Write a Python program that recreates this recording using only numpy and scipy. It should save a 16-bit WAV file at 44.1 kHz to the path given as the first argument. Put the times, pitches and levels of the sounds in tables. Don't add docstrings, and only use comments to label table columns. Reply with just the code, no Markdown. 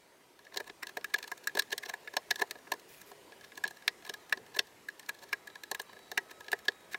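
import sys
import numpy as np
from scipy import signal
from scipy.fft import rfft, irfft
from scipy.io import wavfile
from scipy.ndimage import uniform_filter1d

SR = 44100
rng = np.random.default_rng(int(sys.argv[2]) if len(sys.argv) > 2 else 0)


def put_to_file(sound):
    columns = np.atleast_2d(sound).T
    safe = np.clip(columns, -1, 1)
    whole_steps = np.round(safe * 32767)
    wavfile.write(sys.argv[1], SR, whole_steps.astype(np.int16))


N = 307818

# low f/Hz, high f/Hz
TEAR_BANDS = [(240, 1250), (1250, 2300), (2300, 6800), (6800, 19000)]


def gain_of(db):
    return 10 ** (np.asarray(db) / 20)


def evened(x):
    return x / np.sqrt(np.mean(x ** 2) + 1e-20)


def read(points, hz):
    f, value = np.transpose(points)
    return np.interp(np.log(hz + 1), np.log(f + 1), value)


def follow(rows, column):
    rows = np.array(rows)
    return np.interp(np.arange(N) / SR, rows[:, 0], rows[:, column])


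def patchy_noise(colour_db, patchy_db, size):
    frames = 4 * N // size + 5
    real, imaginary, patches = rng.standard_normal((frames, size // 2 + 1, 3)).T
    patches = uniform_filter1d(patches, size=10, axis=0)
    patches = evened(uniform_filter1d(patches, size=10, axis=1))
    level_db = colour_db[:, None] + patchy_db * patches
    spectra = (real + 1j * imaginary) * gain_of(level_db)
    noise = signal.istft(spectra, nperseg=size, noverlap=3 * size // 4)[1]
    return evened(noise[:N])


def air():
    # f/Hz, relative spectral level/dB
    air_colour = [(18, -60), (30, -18.5), (153, -6.5), (227, -5), (415, -1), (801, -4.5), (1460, -9.5),
                  (1960, -7), (2680, -12), (5000, -16), (8000, -18.5), (13700, -22.5), (15800, -26)]
    # f/Hz, width/Hz, level over the air/dB
    drones = [(400, 90, 3.5), (965, 25, 8), (2890, 30, 4)]
    # t/s, level/dB
    air_level = [(0, -62.5), (.4, -62.5), (.7, -60.5), (1.3, -58.5), (3.5, -58), (4.8, -59.5), (6.98, -59)]
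    hz = np.fft.rfftfreq(2048, 1 / SR)
    drones_db = sum(db / (1 + (2 * (hz - f) / width) ** 2) for f, width, db in drones)
    noise = patchy_noise(read(air_colour, hz) + drones_db, patchy_db=2.0, size=2048)
    return gain_of(follow(air_level, 1)) * noise


def motor():
    # t/s, f/Hz
    whine = [(0, 1287), (3.5, 1280), (3.9, 1240), (4.6, 1265), (5.45, 1305), (6.05, 1299), (6.98, 1262)]
    # multiple of the pitch, t of the top/s, half length down to -10 dB/s, level at the top/dB
    swells = [(1, 4.18, .35, -71), (1, 5.55, .25, -73), (1, 6.35, .55, -68), (3, 5.45, .3, -75),
              (3, 6.05, .5, -71.5), (3, 6.75, .15, -75), (3.5, 6.05, .15, -75)]
    t = np.arange(N) / SR
    turns = np.cumsum(follow(whine, 1)) / SR
    out = np.zeros(N)
    for multiple, top_s, half_s, top_db in swells:
        flutter = evened(uniform_filter1d(rng.standard_normal(N), size=3000))
        level_db = top_db - 10 * ((t - top_s) / half_s) ** 2 + 3 * flutter
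        out += gain_of(level_db) * np.sin(2 * np.pi * multiple * turns)
    return np.sqrt(2) * out


def walls(x):
    # f/Hz, time for a 60 dB fall t/s
    decay = [(250, 0.054), (700, 0.087), (1800, 0.032), (5000, 0.044), (12000, 0.018)]
    taps, at = np.zeros(8192), np.arange(100, 8000, 20)
    at = at + rng.integers(0, 20, len(at))
    taps[at] = rng.choice([-1., 1.], len(at))
    hz, t, spectra = signal.stft(taps, SR, nperseg=128)
    fall_db = -60 * t / read(decay, hz)[:, None]
    tail = signal.istft(spectra * gain_of(fall_db), SR, nperseg=128)[1]
    return signal.oaconvolve(x, tail / np.linalg.norm(tail))[:N]


def brush():
    # f/Hz, relative spectral level/dB
    hiss_colour = [(1200, -12), (2330, -8), (2440, 6), (2550, -8), (9000, -12), (12000, -6), (13200, -12),
                   (14400, -6), (15800, -10)]
    # start t/s, length/s, starting level/dB
    strokes = [(2.878, .16, -54.5), (3.05, 0.074, -58)]
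    edge_s, fade_db_per_s = 0.016, -44
    grit = gain_of(2.7 * evened(uniform_filter1d(rng.standard_normal(N), size=120)))
    hiss = patchy_noise(read(hiss_colour, np.fft.rfftfreq(1024, 1 / SR)), patchy_db=2, size=1024)
    t = np.arange(N) / SR
    envelope = np.zeros(N)
    for start, length, db in strokes:
        nearest_end_s = np.minimum(t - start, start + length - t)
        ramps = np.clip(nearest_end_s / edge_s, 0, 1)
        envelope += gain_of(db + fade_db_per_s * (t - start)) * ramps
    return envelope * evened(grit * hiss)


def response(low_hz, high_hz):
    # f/Hz, width/Hz, level/dB
    modes = [(404, 40, -5.5), (477, 43, -12.5), (619, 40, -13.5), (699, 137, -16), (1071, 48, -8),
             (1645, 115, -1), (1765, 115, -2), (1910, 37, -11.5), (2350, 250, -22), (2540, 1050, -7.5),
             (3650, 460, -1), (3977, 610, 0), (4585, 1500, -9.5), (5240, 32, -13), (5480, 230, -7.5),
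             (6769, 560, -5), (7350, 790, -13.5), (8553, 250, -13.5), (8600, 110, -16.5),
             (10680, 140, -29.5), (12400, 180, -40), (13330, 160, -44.5)]
    # f/Hz, level/dB
    snap = [(550, -17.5), (1700, -15), (3950, -17.5), (11400, -22.5)]
    n = np.arange(2048)
    out = gain_of(read(snap, np.sqrt(low_hz * high_hz))) * (n == 0)
    for k, (hz, width, db) in enumerate(modes):
        if low_hz <= hz < high_hz:
            r = np.exp(-np.pi * width / SR)
            gain = (-1) ** k * gain_of(db) * 2 * (1 - r)
            out += gain * r ** n * np.sin(2 * np.pi * hz * n / SR)
    band = signal.butter(2, [low_hz, high_hz], "bandpass", fs=SR, output="sos")
    return signal.sosfilt(band, out)


def rub(work):
    level_db, swing_share = -76.5, 1
    push_s = 0.24
    band_db = (0, -5.5, -7)
    unevenness = evened(uniform_filter1d(rng.standard_normal(N), size=200))
    slips = rng.standard_normal(N) * gain_of(7 * unevenness)
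    window = np.hanning(round(2 * push_s * SR))
    power = abs(signal.oaconvolve(work ** 2, window / window.sum(), "same"))
    push_db = 10 * np.log10(power + 1e-7) + 45
    sound = 0
    for band, db in zip(TEAR_BANDS[1:], band_db):
        sound = sound + gain_of(db) * evened(signal.oaconvolve(slips, response(*band))[:N])
    return gain_of(level_db + swing_share * push_db) * sound


def faint_tears():
    # from t/s, to t/s, number of tears
    spans = [(.35, 2.8, 8), (3.4, 6.95, 12)]
    # (below the 1 ms floor in tears(), so the floor is used)
    typical = (-61.5, -3, 1, -6.5, -1)
    spread_db = 2.5
    s = np.concatenate([rng.uniform(start, end, count) for start, end, count in spans])
    scatter_db = spread_db * rng.standard_normal((len(s), 4))
    return np.c_[s, typical[:4] + scatter_db, np.full(len(s), typical[4])]


def tears():
    # t of the peak/s, crack level as rms over 10 ms/dB, thump re crack/dB,
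    # ring re crack/dB, fizz re crack/dB, swell time for 60 dB/s
    tear_rows = [(.468, -64.5, -15, 10.5, -19, 0.0074), (.524, -65, 4, 9, -8, .02),
                 (.5447, -50, -2, -2, -6, 0.03), (.5615, -51, 9, 0, -1, 0.0041),
                 (.5732, -33.5, -10, -6.5, -6, 0.015), (.6043, -49, 8, 8.5, -1.5, 0.026),
                 (.642, -63.5, -2, 3, -3, 0.0086), (.6788, -55.5, 3.5, 5, -0.5, 0.066),
                 (.6979, -49.5, 0.5, 1, -26, 0.014), (.8322, -46, -1, 9, 0, 0.027),
                 (.87, -45, -8.5, -2, -5, 0.0054), (.8953, -52.5, -4, 4, -3.5, 0.042),
                 (.9718, -44.5, 6, 8, -1, 0.012), (1.0442, -46.5, -8, 11.5, 3.5, 0.0037),
                 (1.105, -62, 0, 3, -6, .04), (1.1419, -33, -10.5, 7.5, -3.5, 0.014),
                 (1.1613, -48.5, 0, -8, -31, 0.0099), (1.187, -46.5, -4, -1, -1.5, 0.021),
                 (1.2277, -44.5, -23, -4, -6, 0.0047), (1.2414, -49, -4, 3, -5, 0.017),
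                 (1.279, -49, -3, -5, -1.5, 0.018), (1.3177, -48.5, 7.5, 12.5, 3, 0.0094),
                 (1.3784, -57.5, -6, -3, 2.5, 0.018), (1.4423, -55.5, -9, -2, -1.5, .028),
                 (1.473, -38.5, -16.5, 8.5, 3.5, 0.0045), (1.4953, -60, -15, 14, -8, .03),
                 (1.5519, -43, 5, -2, -5, 0.0067), (1.5735, -39.5, 5, 7.5, -2.5, 0.017),
                 (1.5949, -26.5, -19, -1, -4.5, 0.02), (1.6213, -45, -10, -2, -3.5, 0.0027),
                 (1.7062, -51.5, -4, -4, -5, 0.012), (1.7286, -34.5, -4.5, 2.5, -5, 0.037),
                 (1.7795, -38, -14.5, -6, -2, 0.0027), (1.835, -49, -3, 8.5, -2, .031),
                 (1.8607, -45.5, -3, -4, -6, 0.036), (1.8972, -42, -0.5, 2, -1.5, 0.042),
                 (1.9393, -50, 7.5, 13, 0.5, 0.016), (2.0755, -52.5, -.5, 12, -7, 0.0055),
                 (2.1385, -53.5, 3.5, 5.5, -3, 0.015), (2.168, -30.5, -1, -1.5, -6.5, 0.007),
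                 (2.3101, -28.5, -8.5, 1, -6, 0.015), (2.3582, -43, -14, -0.5, -3, 0.0055),
                 (2.3982, -45, 1.5, 5, -3, 0.041), (2.42, -36.5, 6.5, 10, -2.5, 0.025),
                 (2.5098, -40, -11, -2.5, -2.5, 0.003), (2.5562, -62, 11.5, 10, -15, 0.018),
                 (2.6758, -66, 10, 13, 0, 0.029), (2.7194, -35.5, 3, 2.5, -1.5, 0.0072),
                 (2.738, -52, 6.5, 4, -2, 0.0084), (2.7971, -61, -9, -8, 1, .008),
                 (3.0157, -59.5, -22, 4, 7, .011), (3.1166, -59.5, 10, 1, 1.5, 0.0082),
                 (3.3223, -57.5, 0, 4.5, -22, 0.011), (3.4466, -54, -8, 2, -5, 0.048),
                 (3.5557, -58, -20, -18, -6, .011), (3.577, -49.5, -1, 5, 0.5, 0.015),
                 (3.639, -42.5, -1, 14.5, 0, 0.005), (3.6541, -46, 1, 1, -24, 0.028),
                 (3.6653, -51, 3, 1, -29, 0.0075), (3.6783, -45, -11, -3, -2.5, 0.0082),
                 (3.7092, -57, 3.5, 7, 2, 0.021), (3.771, -59.5, -13, 3, -3, .027),
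                 (3.8237, -61.5, -13, 5, -4, .012), (3.879, -26.5, -16, -.5, -11, .005),
                 (4.052, -51.5, -4.5, -1, -5, 0.025), (4.0653, -56, -13, 5, 0, .014),
                 (4.076, -55, 3, -1, -4, .023), (4.096, -39, -5.5, -2, -7.5, 0.016),
                 (4.1399, -46, -9, 2.5, -3, .012), (4.2957, -56.5, -7, 0, 0, 0.0044),
                 (4.326, -33.5, -5, 9, -7.5, 0.0069), (4.374, -51.5, 4, 2, -10, .009),
                 (4.5498, -51, -1.5, 4, -6, 0.036), (4.569, -46.5, 5, 7.5, 1, 0.032),
                 (4.592, -24.5, -14.5, -5.5, -13, 0.014), (4.6713, -62, -5, -3, -2, .013),
                 (4.8867, -50.5, -11, 14, -2, 0.0055), (4.9958, -53, -5, 0, 1.5, 0.0062),
                 (5.0305, -61, -19, 2, -6, .021), (5.063, -59, -21, -11, -5, .013),
                 (5.0934, -41, -6, 6.5, 0, 0.021), (5.1498, -60.5, -5, 2.5, -2, .036),
                 (5.1909, -60, -16, -8, -7, .019), (5.226, -62, -10, 4, -5, 0.028),
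                 (5.2404, -53, 3, -1.5, -0.5, 0.13), (5.292, -60.5, -15, 1, -3, .033),
                 (5.3303, -38.5, -3.5, 10.5, -3.5, .01), (5.4738, -53.5, -11, 8.5, 0.5, .011),
                 (5.501, -60, -17, 2, -21, .013), (5.5555, -52, -2.5, 5.5, -9, .007),
                 (5.6357, -47, -9, 1.5, -2, 0.0032), (5.7148, -38, 1, 0, 1, 0.007),
                 (5.7482, -44, -3, 5, 0.5, 0.0081), (5.7988, -42, -1, 2.5, -3.5, 0.015),
                 (5.817, -58.5, -17, -9, 9, .005), (5.8952, -60.5, 6.5, 3, -22, 0.028),
                 (5.9319, -61.5, 5, 8, -1, 0.017), (5.9682, -63, 4, 9.5, -14, 0.022),
                 (6.1164, -44, 0.5, 1.5, -2, 0.0061), (6.1775, -34, -2, 8.5, -2.5, 0.011),
                 (6.3146, -52.5, -0.5, 3.5, -1, 0.038), (6.4074, -55, 2, 5.5, -0.5, 0.017),
                 (6.4826, -47.5, -3.5, 2.5, -12, 0.0055), (6.5176, -42.5, -10, -2, 0.5, 0.0043),
                 (6.53, -39.5, 6.5, 13.5, -2.5, 0.0078), (6.5913, -59.5, -16, 2, 2, 0.02),
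                 (6.6561, -56, -4, -2, -2, 0.03), (6.683, -29, -8, 4, -15.5, 0.0058),
                 (6.9354, -49, -9, 2.5, 0.5, 0.12), (6.945, -46.5, 3.5, 13.5, -7, 0.0064)]
    size, lead = 4096, 1024
    fade_s = 0.017
    thump_spread = .18
    rows = np.r_[tear_rows, faint_tears()]
    s, db, thump_db, ring_db, fizz_db, swell_s = rows.T[:, :, None]
    thump_hz = 724 * np.exp(thump_spread * rng.standard_normal((len(s), 1)))
    crack_hz = 4170 + 47 * fizz_db - 50 * ring_db

    t = (np.arange(size // 2) - lead) / SR
    hz = np.fft.rfftfreq(size, 1 / SR) + 1
    snaps, unevenness = np.moveaxis(rng.standard_normal((len(s), 2, len(t))), 1, 0)
    level_db = 60 * np.where(t < 0, t / np.maximum(swell_s, .001), -t / fade_s)
    started = level_db > np.where(t < 0, -21., -np.inf)
    force = rfft(started * snaps * gain_of(level_db + 1.07 * unevenness), size)

    thump_colour = 1 / (1 + 1.2j * (hz / thump_hz - thump_hz / hz))
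    crack_colour = 1 / (1 + 1.2j * (hz / crack_hz - crack_hz / hz))
    bands_db = (thump_db, ring_db, 0, fizz_db)
    colours = (thump_colour, 1, crack_colour, 1)
    sound = 0
    for band, band_db, colour in zip(TEAR_BANDS, bands_db, colours):
        wave = irfft(force * colour * rfft(response(*band), size), size)
        rms_10ms = np.sqrt((wave ** 2).sum(1, keepdims=True) / (SR // 100))
        sound = sound + gain_of(db + band_db) * wave / rms_10ms

    out = np.zeros(N + size)
    starts = np.round(s[:, 0] * SR).astype(int) - lead
    for start, wave in zip(starts, sound):
        out[start:start + size] += wave
    return out[:N]


def scene():
    work = tears()
    echo = gain_of(-17) * walls(work)
    return (air() + motor() + brush() + rub(work) + echo + work)[None]


def record(dry):
    edge_hz = 15900
    lowpass = signal.firwin(255, edge_hz, window=("kaiser", 9), fs=SR)
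    return signal.oaconvolve(dry, lowpass[None], "same")


dry = scene()
out = record(dry)
put_to_file(out)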